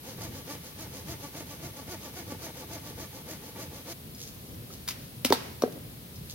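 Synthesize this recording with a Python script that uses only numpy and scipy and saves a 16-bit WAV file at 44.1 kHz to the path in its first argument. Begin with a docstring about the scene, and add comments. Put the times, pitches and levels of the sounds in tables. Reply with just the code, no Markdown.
"""Sawing a branch in winter woods.

Some metres away a hand saw cuts a dry branch in quick strokes: teeth ring the wood and tear fibres.
The sawing stops, the blade clinks, feet shift in dead leaves; the branch cracks, breaks through and a
piece knocks on the ground. Bare trunks scatter the sound; far rumble and fine hiss lie underneath."""
import sys
import numpy as np
from scipy import signal
from scipy.fft import rfft, irfft, next_fast_len
from scipy.io import wavfile
from scipy.ndimage import map_coordinates

SR = 44100
rng = np.random.default_rng(int(sys.argv[2]) if len(sys.argv) > 2 else 0)


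def inscribe(sig):
    """Save sig as 16-bit PCM at rate SR to the path in sys.argv[1].

    A 1-D sig is mono; a 2-D sig holds one channel per row.
    Samples are clipped to [-1, 1] before scaling.
    """
    pcm = np.round(np.clip(np.atleast_2d(sig).T, -1, 1) * 32767)
    wavfile.write(sys.argv[1], SR, pcm.astype(np.int16))


N = 279594
TIME_S = np.arange(N) / SR

# Background spectrum: freq_hz, density_db
AIR_SPECTRUM = [(25, -30), (45, -10), (80, 0), (140, 1), (230, -5.5), (330, -12), (480, -13.5), (750, -22),
                (1500, -25.5), (4200, -24), (6000, -29), (7600, -31.5), (11500, -22.5), (16000, -23.5)]
# Background left-right likeness: freq_hz, correlation
AIR_CORRELATION = [(60, 1), (130, 0.92), (290, 0.87), (640, 0.063), (1410, -0.29), (3100, -0.2),
                   (6820, 0.093), (15000, -0.2)]
# Reflection off near and far trunks: freq_hz, gain_db
NEAR_TRUNK_GAIN = [(100, -22), (400, -17), (1000, -10), (2500, -5), (6000, -6), (16000, -7)]
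FAR_TRUNK_GAIN = [(100, -16), (400, -19.5), (1000, -18.5), (2200, -4), (5000, -9), (8000, -6), (16000, -19)]
# One push, then the cutting pull: pull_start_s, push_effort_db, pull_effort_db
SAW_CYCLES = [(0.165, 0, 0), (0.44, -0.5, 0), (0.745, -3, -2), (1.04, 1, 0), (1.315, 1, -1),
              (1.585, 0.5, -2), (1.855, -0.5, 0), (2.118, 2, -1), (2.378, 1.5, 0), (2.67, 2, 0),
              (2.945, 2, -1.5), (3.24, 0, -2), (3.54, -0.5, -1), (3.84, 1.5, 1)]
# Resonances of the wood under the teeth and of the thin blade: freq_hz, width_hz, gain_db
KERF_MODES = [(289, 84, 5), (500, 104, 2), (668, 75, 0), (890, 79, -1.5), (1157, 30, -2.5), (1455, 107, -9),
              (1760, 210, -10), (2266, 290, -10)]
BLADE_MODES = [(4840, 1960, -0.5), (6265, 520, 2.5), (11900, 3100, 1)]
# Fibres tearing in the cut: freq_hz, density_db
RASP_SPECTRUM = [(250, -14), (500, 1), (1000, 4), (1600, 2.5), (2300, 0), (3300, 5), (4600, 3), (5600, 3.5),
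                 (6500, 4.5), (7400, -13), (9500, -1.5), (12500, 7), (14500, -23), (16000, -51)]
# Touches on the lifted saw: start_s, level_db
CLINKS = [(4.148, -44), (6.159, -47)]
# Modes of the free blade: freq_hz, gain_db, t60_s
CLINK_MODES = [(4520, -5, .03), (5195, -2, 0.081), (5960, -4, .03), (6858, -6, 0.05)]
# Boots shifting in leaves: peak_s, crackle_db, tread_db
STEPS = [(4.21, -44, -57), (4.285, -54, -60), (4.47, -56, -50.5), (4.73, -51, -48), (5.03, -56, -71),
         (5.48, -64, -45.5), (5.76, -72, -45.5), (6.165, -59, -62), (6.31, -45.5, -63)]
# Leaf crackle and boot tread: freq_hz, density_db
LEAF_SPECTRUM = [(500, -32), (1500, -15), (3500, 1), (5200, 4.5), (6600, 5), (7800, -8), (12000, -2.5),
                 (16000, -23)]
TREAD_SPECTRUM = [(40, -53), (80, 3), (200, 8.5), (450, 5), (700, -2.5), (1500, -29), (5000, -45)]
# Fibres snapping: start_s, level_db, decay_s, splinters_rel_db
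CRACKS = [(4.272, -45, 0.0024, -17), (4.545, -43, .001, -25), (4.745, -47, .004, -15),
          (4.878, -24.5, 0.0024, -4.5), (4.8862, -23.5, 0.0027, -14), (4.908, -31.5, 0.0058, -11),
          (5.249, -8, 0.0012, -16), (5.303, -24.5, 0.0015, -28), (5.3248, -8, 0.0013, -30),
          (5.622, -23.5, 0.0016, -16), (5.724, -40, 0.0019, -27)]
# A snap and its tail among the trees: freq_hz, density_db
SNAP_SPECTRUM = [(60, -35), (200, -6), (600, -13), (1100, -1), (2000, 0), (3200, 1.5), (5200, 6),
                 (6800, -0.5), (7700, -6), (10000, 0), (13000, 0.5), (16000, -0.5)]
SNAP_TAIL_SPECTRUM = [(100, -10.5), (450, 5.5), (1000, 1.5), (2200, 4.5), (3500, 2), (5500, 1.5),
                      (7500, -9), (11000, -7.5), (16000, -28)]
# Blows to the branch: start_s, level_db, pitch_hz, decay_s, flex_rel_db
KNOCKS = [(4.703, -47.5, 1280, 0.0032, -20), (5.2486, -22.5, 540, 0.0049, 2.5),
          (5.306, -12, 400, 0.0041, -25), (5.3160, -16, 396, 0.002, -34), (5.324, -6.5, 910, 0.0024, -26),
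          (5.3268, -12.5, 473, 0.0037, -8.5), (5.6217, -25, 1150, 0.002, -20),
          (5.6244, -20, 570, 0.0027, -10), (5.637, -7, 470, 0.0025, -16), (5.66, -31.5, 423, .012, -18),
          (5.677, -33, 596, 0.0064, -18), (5.762, -44.5, 543, 0.014, -15)]
# Modes of the whole branch: freq_hz, gain_db, t60_s
BRANCH_MODES = [(260, -24.5, 0.047), (387, -32, 0.041), (476, -33.5, 0.14), (747, -24.5, 0.076),
                (950, -48, .035), (1090, -46, 0.022), (1331, -22.5, 0.065), (1620, -23, 0.064),
                (1950, -25, 0.05)]


def from_db(db):
    """Decibels to gain."""
    return 10 ** (np.asarray(db) / 20)


def unit_rms(x):
    """Scale to unit power."""
    return x / np.sqrt(np.mean(x ** 2) + 1e-20)


def at_hz(points, hz):
    """Interpolate on a log-frequency axis."""
    known_hz, values = np.transpose(points)
    return np.interp(np.log(hz + 1), np.log(known_hz + 1), values)


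def colour(x, spectrum, keep_power=True):
    """Minimum-phase filter with the given spectrum."""
    size = next_fast_len(N + 8192, real=True)
    gain = from_db(at_hz(spectrum, np.fft.rfftfreq(size, 1 / SR)))
    cepstrum = irfft(np.log(unit_rms(gain) if keep_power else gain), size)
    cepstrum[1:size // 2] *= 2
    cepstrum[size // 2 + 1:] = 0
    return irfft(rfft(x, size) * np.exp(rfft(cepstrum)), size)[..., :N]


def drift(rate_hz):
    """Smooth random curve, unit RMS."""
    knots = rng.standard_normal(8192)
    return unit_rms(map_coordinates(knots, [TIME_S * rate_hz], order=2, mode="wrap"))


def resonance(x, hz, width_hz):
    """Two-pole band-pass, unit peak gain."""
    r, w = np.exp(-np.pi * width_hz / SR), 2 * np.pi * hz / SR
    return signal.lfilter(np.array([1, 0, -1]) * (1 - r * r) / 2, [1, -2 * r * np.cos(w), r * r], x + 1e-18)


def ring(x, hz, t60_s):
    """One mode: a unit click starts a decaying unit sine."""
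    r, w = from_db(-60 / (t60_s * SR)), 2 * np.pi * hz / SR
    return signal.lfilter([0, np.sin(w)], [1, -2 * r * np.cos(w), r * r], x + 1e-18)


def grains(per_s, spread_db):
    """Tiny fractures of uneven size at random times, unit RMS."""
    sizes = from_db(spread_db * np.minimum(rng.exponential(1, N), 4)) * rng.choice([-1, 1], N)
    return unit_rms(sizes * (rng.random(N) < per_s / SR))


def swell(peak_s, rise_s, fall_s):
    """Envelope: exponential rise and fall."""
    age_s = TIME_S - peak_s
    return np.exp(-np.minimum(np.maximum(-age_s / rise_s, age_s / fall_s), 40))


def strike(start_s, decay_s):
    """Envelope: instant onset, exponential fall."""
    return (TIME_S >= start_s) * np.exp(-np.clip((TIME_S - start_s) / decay_s, 0, 40))


def damped_sine(start_s, hz, decay_s):
    """A swing that dies within a few cycles."""
    return np.sin(2 * np.pi * hz * (TIME_S - start_s)) * strike(start_s, decay_s)


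def from_right(x, lag_samples=4):
    """Direct sound reaches the left side later."""
    return np.array([np.pad(x, (lag_samples, 0))[:N], x])


def echoes(x, spectrum, t60_s, onset_s):
    """Many trunks each return a faint copy, different on each side."""
    age_s = TIME_S[:SR]
    build_up = 1 - np.exp(-(age_s / onset_s) ** 2)
    response = rng.standard_normal((2, SR)) * from_db(-60 * age_s / t60_s) * build_up
    response /= np.sqrt(np.sum(response ** 2, axis=1, keepdims=True))
    return colour(signal.fftconvolve(x[None], response, axes=1)[:, :N], spectrum, keep_power=False)


def among_trunks(x):
    """Direct sound plus near and far scatter."""
    near = echoes(x, NEAR_TRUNK_GAIN, t60_s=0.11, onset_s=0.002)
    far = echoes(x, FAR_TRUNK_GAIN, t60_s=0.72, onset_s=0.017)
    return from_right(x) + near + far


def air(base_db=-48, flutter_db=2, left_hiss_db=3, right_hiss_db=1.5):
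    """Far wavering rumble, alike on both sides; fine diffuse hiss, stronger on the left."""
    mid, side = rfft(rng.standard_normal((2, N)))
    correlation = np.clip(at_hz(AIR_CORRELATION, np.fft.rfftfreq(N, 1 / SR)), -0.99, 0.99)
    noise = irfft(np.sqrt(1 + correlation) * mid + np.sqrt(1 - correlation) * side * [[1], [-1]], N)
    noise = from_db(base_db) * colour(noise, AIR_SPECTRUM)
    rumble = signal.sosfilt(signal.butter(1, 600, fs=SR, output="sos"), noise)
    hiss = (noise - rumble) * from_db([[left_hiss_db], [right_hiss_db]])
    return rumble * from_db(flutter_db * drift(rate_hz=9)) + hiss


def arm(first_push_s=0.02, last_turn_s=3.98, push_reach=81, pull_reach=98):
    """Push and pull share each cycle evenly. Travel is constant, so shorter strokes run faster."""
    pull_s, push_db, pull_db = np.transpose(SAW_CYCLES)
    push_s = np.append(first_push_s, (pull_s[:-1] + pull_s[1:]) / 2)
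    turns_s = np.append(np.column_stack([push_s, pull_s]), last_turn_s)
    progress = np.interp(TIME_S, turns_s, np.arange(len(turns_s)))
    stroke = np.minimum(progress.astype(int), len(turns_s) - 2)
    swing = np.abs(np.sin(np.pi * progress))
    pulling = stroke % 2
    peak_tooth_hz = np.where(pulling, pull_reach, push_reach) / np.diff(turns_s)[stroke]
    effort_db = np.column_stack([push_db, pull_db]).ravel()[stroke]
    return swing, pulling, peak_tooth_hz, effort_db


def tooth_strikes(teeth, pulling, snag_gain, set_depth=0.61, chip_db=-9, chip_db_per_s=2.5):
    """Teeth strike and ring the wood, chipping more raggedly as the cut deepens; unit RMS."""
    tooth = np.floor(teeth)
    # Teeth are set left and right: every second one bites harder, most on the pull.
    alternation = 1 + set_depth * np.where(pulling, 1, 0.8) * np.cos(np.pi * tooth)
    bites = np.diff(tooth, prepend=0) * alternation * (1 + 0.47 * rng.standard_normal(N))
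    chip_gain = from_db(chip_db + chip_db_per_s * TIME_S)
    chips = chip_gain * grains(per_s=3000, spread_db=4.5)
    force = (unit_rms(bites) + chips) / np.hypot(1, chip_gain) * snag_gain
    upper_gain = np.where(pulling, 1, 0.67)  # the sliding push is duller
    wood = sum((-1) ** k * from_db(db) * resonance(force, hz, width_hz) * (upper_gain if hz > 1300 else 1)
               for k, (hz, width_hz, db) in enumerate(KERF_MODES))
    return unit_rms(wood)


def tearing_fibres(teeth, snag_gain, pulse_depth=0.37, mix_db=-2):
    """Each tooth tears a puff of fibres; scatter off the moving blade is uncorrelated left to right."""
    pulses = 1 + pulse_depth * np.cos(2 * np.pi * teeth)
    puffs = unit_rms(grains(per_s=7000, spread_db=4.5) * pulses * snag_gain)
    scatter = rng.standard_normal((2, N))
    return from_db(mix_db) * (from_right(puffs) + scatter)


def saw(snag_db=1.7, press_db=1.8, wood_db_per_s=0.47, push_rasp_db_per_s=-1.2, stop_s=3.926, fade_s=0.015):
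    """The blade speeds up and stops each stroke: wood rings, fibres rasp, the thin blade sings along."""
    swing, pulling, peak_tooth_hz, effort_db = arm()
    # Snags and hand pressure slow the blade and deepen its bite.
    snag, press = drift(rate_hz=130), drift(rate_hz=22)
    snag_gain = from_db(snag_db * snag)
    tooth_hz = peak_tooth_hz * swing ** 0.7 * (1 - 0.014 * snag - 0.04 * press)
    teeth = np.cumsum(tooth_hz) / SR

    wood_db = effort_db + np.where(pulling, -47.5, -50.5) + wood_db_per_s * TIME_S + press_db * press
    wood = tooth_strikes(teeth, pulling, snag_gain) * from_db(wood_db) * swing ** 0.74

    tearing_db = effort_db + np.where(pulling, -47.5, -48 + push_rasp_db_per_s * TIME_S)
    tearing = tearing_fibres(teeth, snag_gain) * from_db(tearing_db)
    rasp = colour(tearing, RASP_SPECTRUM) * swing ** 0.67
    blade = sum(from_db(db) * resonance(tearing, hz, width_hz) for hz, width_hz, db in BLADE_MODES)
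    blade *= swing ** 3.3 * from_db(np.where(pulling, 9, 6))

    sawing = among_trunks(wood) + rasp + blade + echoes(rasp[1], FAR_TRUNK_GAIN, t60_s=0.31, onset_s=0.03)
    return sawing * np.clip((stop_s - TIME_S) / fade_s + 1, 0, 1)  # last pull cut short


def clinks():
    """Light touches ring the free saw blade."""
    touches = np.zeros(N)
    for start_s, db in CLINKS:
        touches[round(start_s * SR)] = from_db(db)
    ringing = sum(from_db(db) * ring(touches, hz, t60_s) for hz, db, t60_s in CLINK_MODES)
    return from_right(ringing, lag_samples=2)


def feet(clump_db=3):
    """Dead leaves crackle in clumps over the dull tread of a boot."""
    crush = sum(from_db(db) * swell(peak_s, rise_s=0.024, fall_s=0.029) for peak_s, db, _ in STEPS)
    weight = sum(from_db(db) * swell(peak_s, rise_s=0.048, fall_s=0.045) for peak_s, _, db in STEPS)
    crackle = grains(per_s=900, spread_db=4.5) * crush * from_db(clump_db * drift(rate_hz=60))
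    tread = grains(per_s=600, spread_db=0) * weight
    return colour(crackle, LEAF_SPECTRUM) + colour(tread, TREAD_SPECTRUM)


def cracks(give_s=0.0023, give_db=-14, pan_left_db=1.5, near_db=1, tail_db=-11, tail_t60_s=0.72):
    """Fibres give, snap and splinter within milliseconds; countless echoes leave a diffuse tail."""
    burst = np.zeros(N)
    for start_s, db, decay_s, splinters_db in CRACKS:
        give = from_db(give_db) * strike(start_s - give_s, give_s)
        splinters = from_db(splinters_db) * strike(start_s + 0.0099, decay_s=0.0051)
        burst += from_db(db) * (give + strike(start_s, decay_s) + splinters)
    snaps = colour(burst * grains(per_s=18000, spread_db=0.5), SNAP_SPECTRUM)
    direct = from_right(snaps, lag_samples=2) * from_db([[pan_left_db], [-pan_left_db]])
    near = echoes(snaps, NEAR_TRUNK_GAIN, t60_s=0.11, onset_s=0.002)
    energy_kept = from_db(-120 / (tail_t60_s * SR))  # per sample
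    tail_energy = signal.lfilter([1 - energy_kept], [1, -energy_kept], burst ** 2 + 1e-18)
    tail = np.sqrt(tail_energy) * colour(rng.standard_normal((2, N)), SNAP_TAIL_SPECTRUM)
    return direct + from_db(near_db) * near + from_db(tail_db) * tail


def knocks(flex_delay_s=0.0028, low_cut_hz=170):
    """Each blow is a damped swing, slow on earth, fast on wood; the branch flexes back and rings."""
    contact = np.zeros(N)
    for start_s, db, pitch_hz, decay_s, flex_db in KNOCKS:
        flex = from_db(flex_db) * damped_sine(start_s + flex_delay_s, hz=257, decay_s=0.0067)
        contact += from_db(db) * (damped_sine(start_s, pitch_hz, decay_s) + flex)
    ringing = sum(from_db(db) * 2 * np.pi * hz / SR * ring(contact, hz, t60_s)
                  for hz, db, t60_s in BRANCH_MODES)
    # A thin branch radiates little bass.
    return signal.sosfilt(signal.butter(2, low_cut_hz, "high", fs=SR, output="sos"), contact + ringing)


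def scene():
    """Sawing, then the break, over the background air."""
    return air() + saw() + clinks() + cracks() + among_trunks(feet() + knocks())


def record(dry, ceiling=0.7, cutoff_hz=15900):
    """Soft clip, then a steep low-pass."""
    rounded = ceiling * np.tanh(dry / ceiling)
    return signal.sosfilt(signal.ellip(10, 0.1, 70, cutoff_hz, fs=SR, output="sos"), rounded)


dry = scene()
out = record(dry)
inscribe(out)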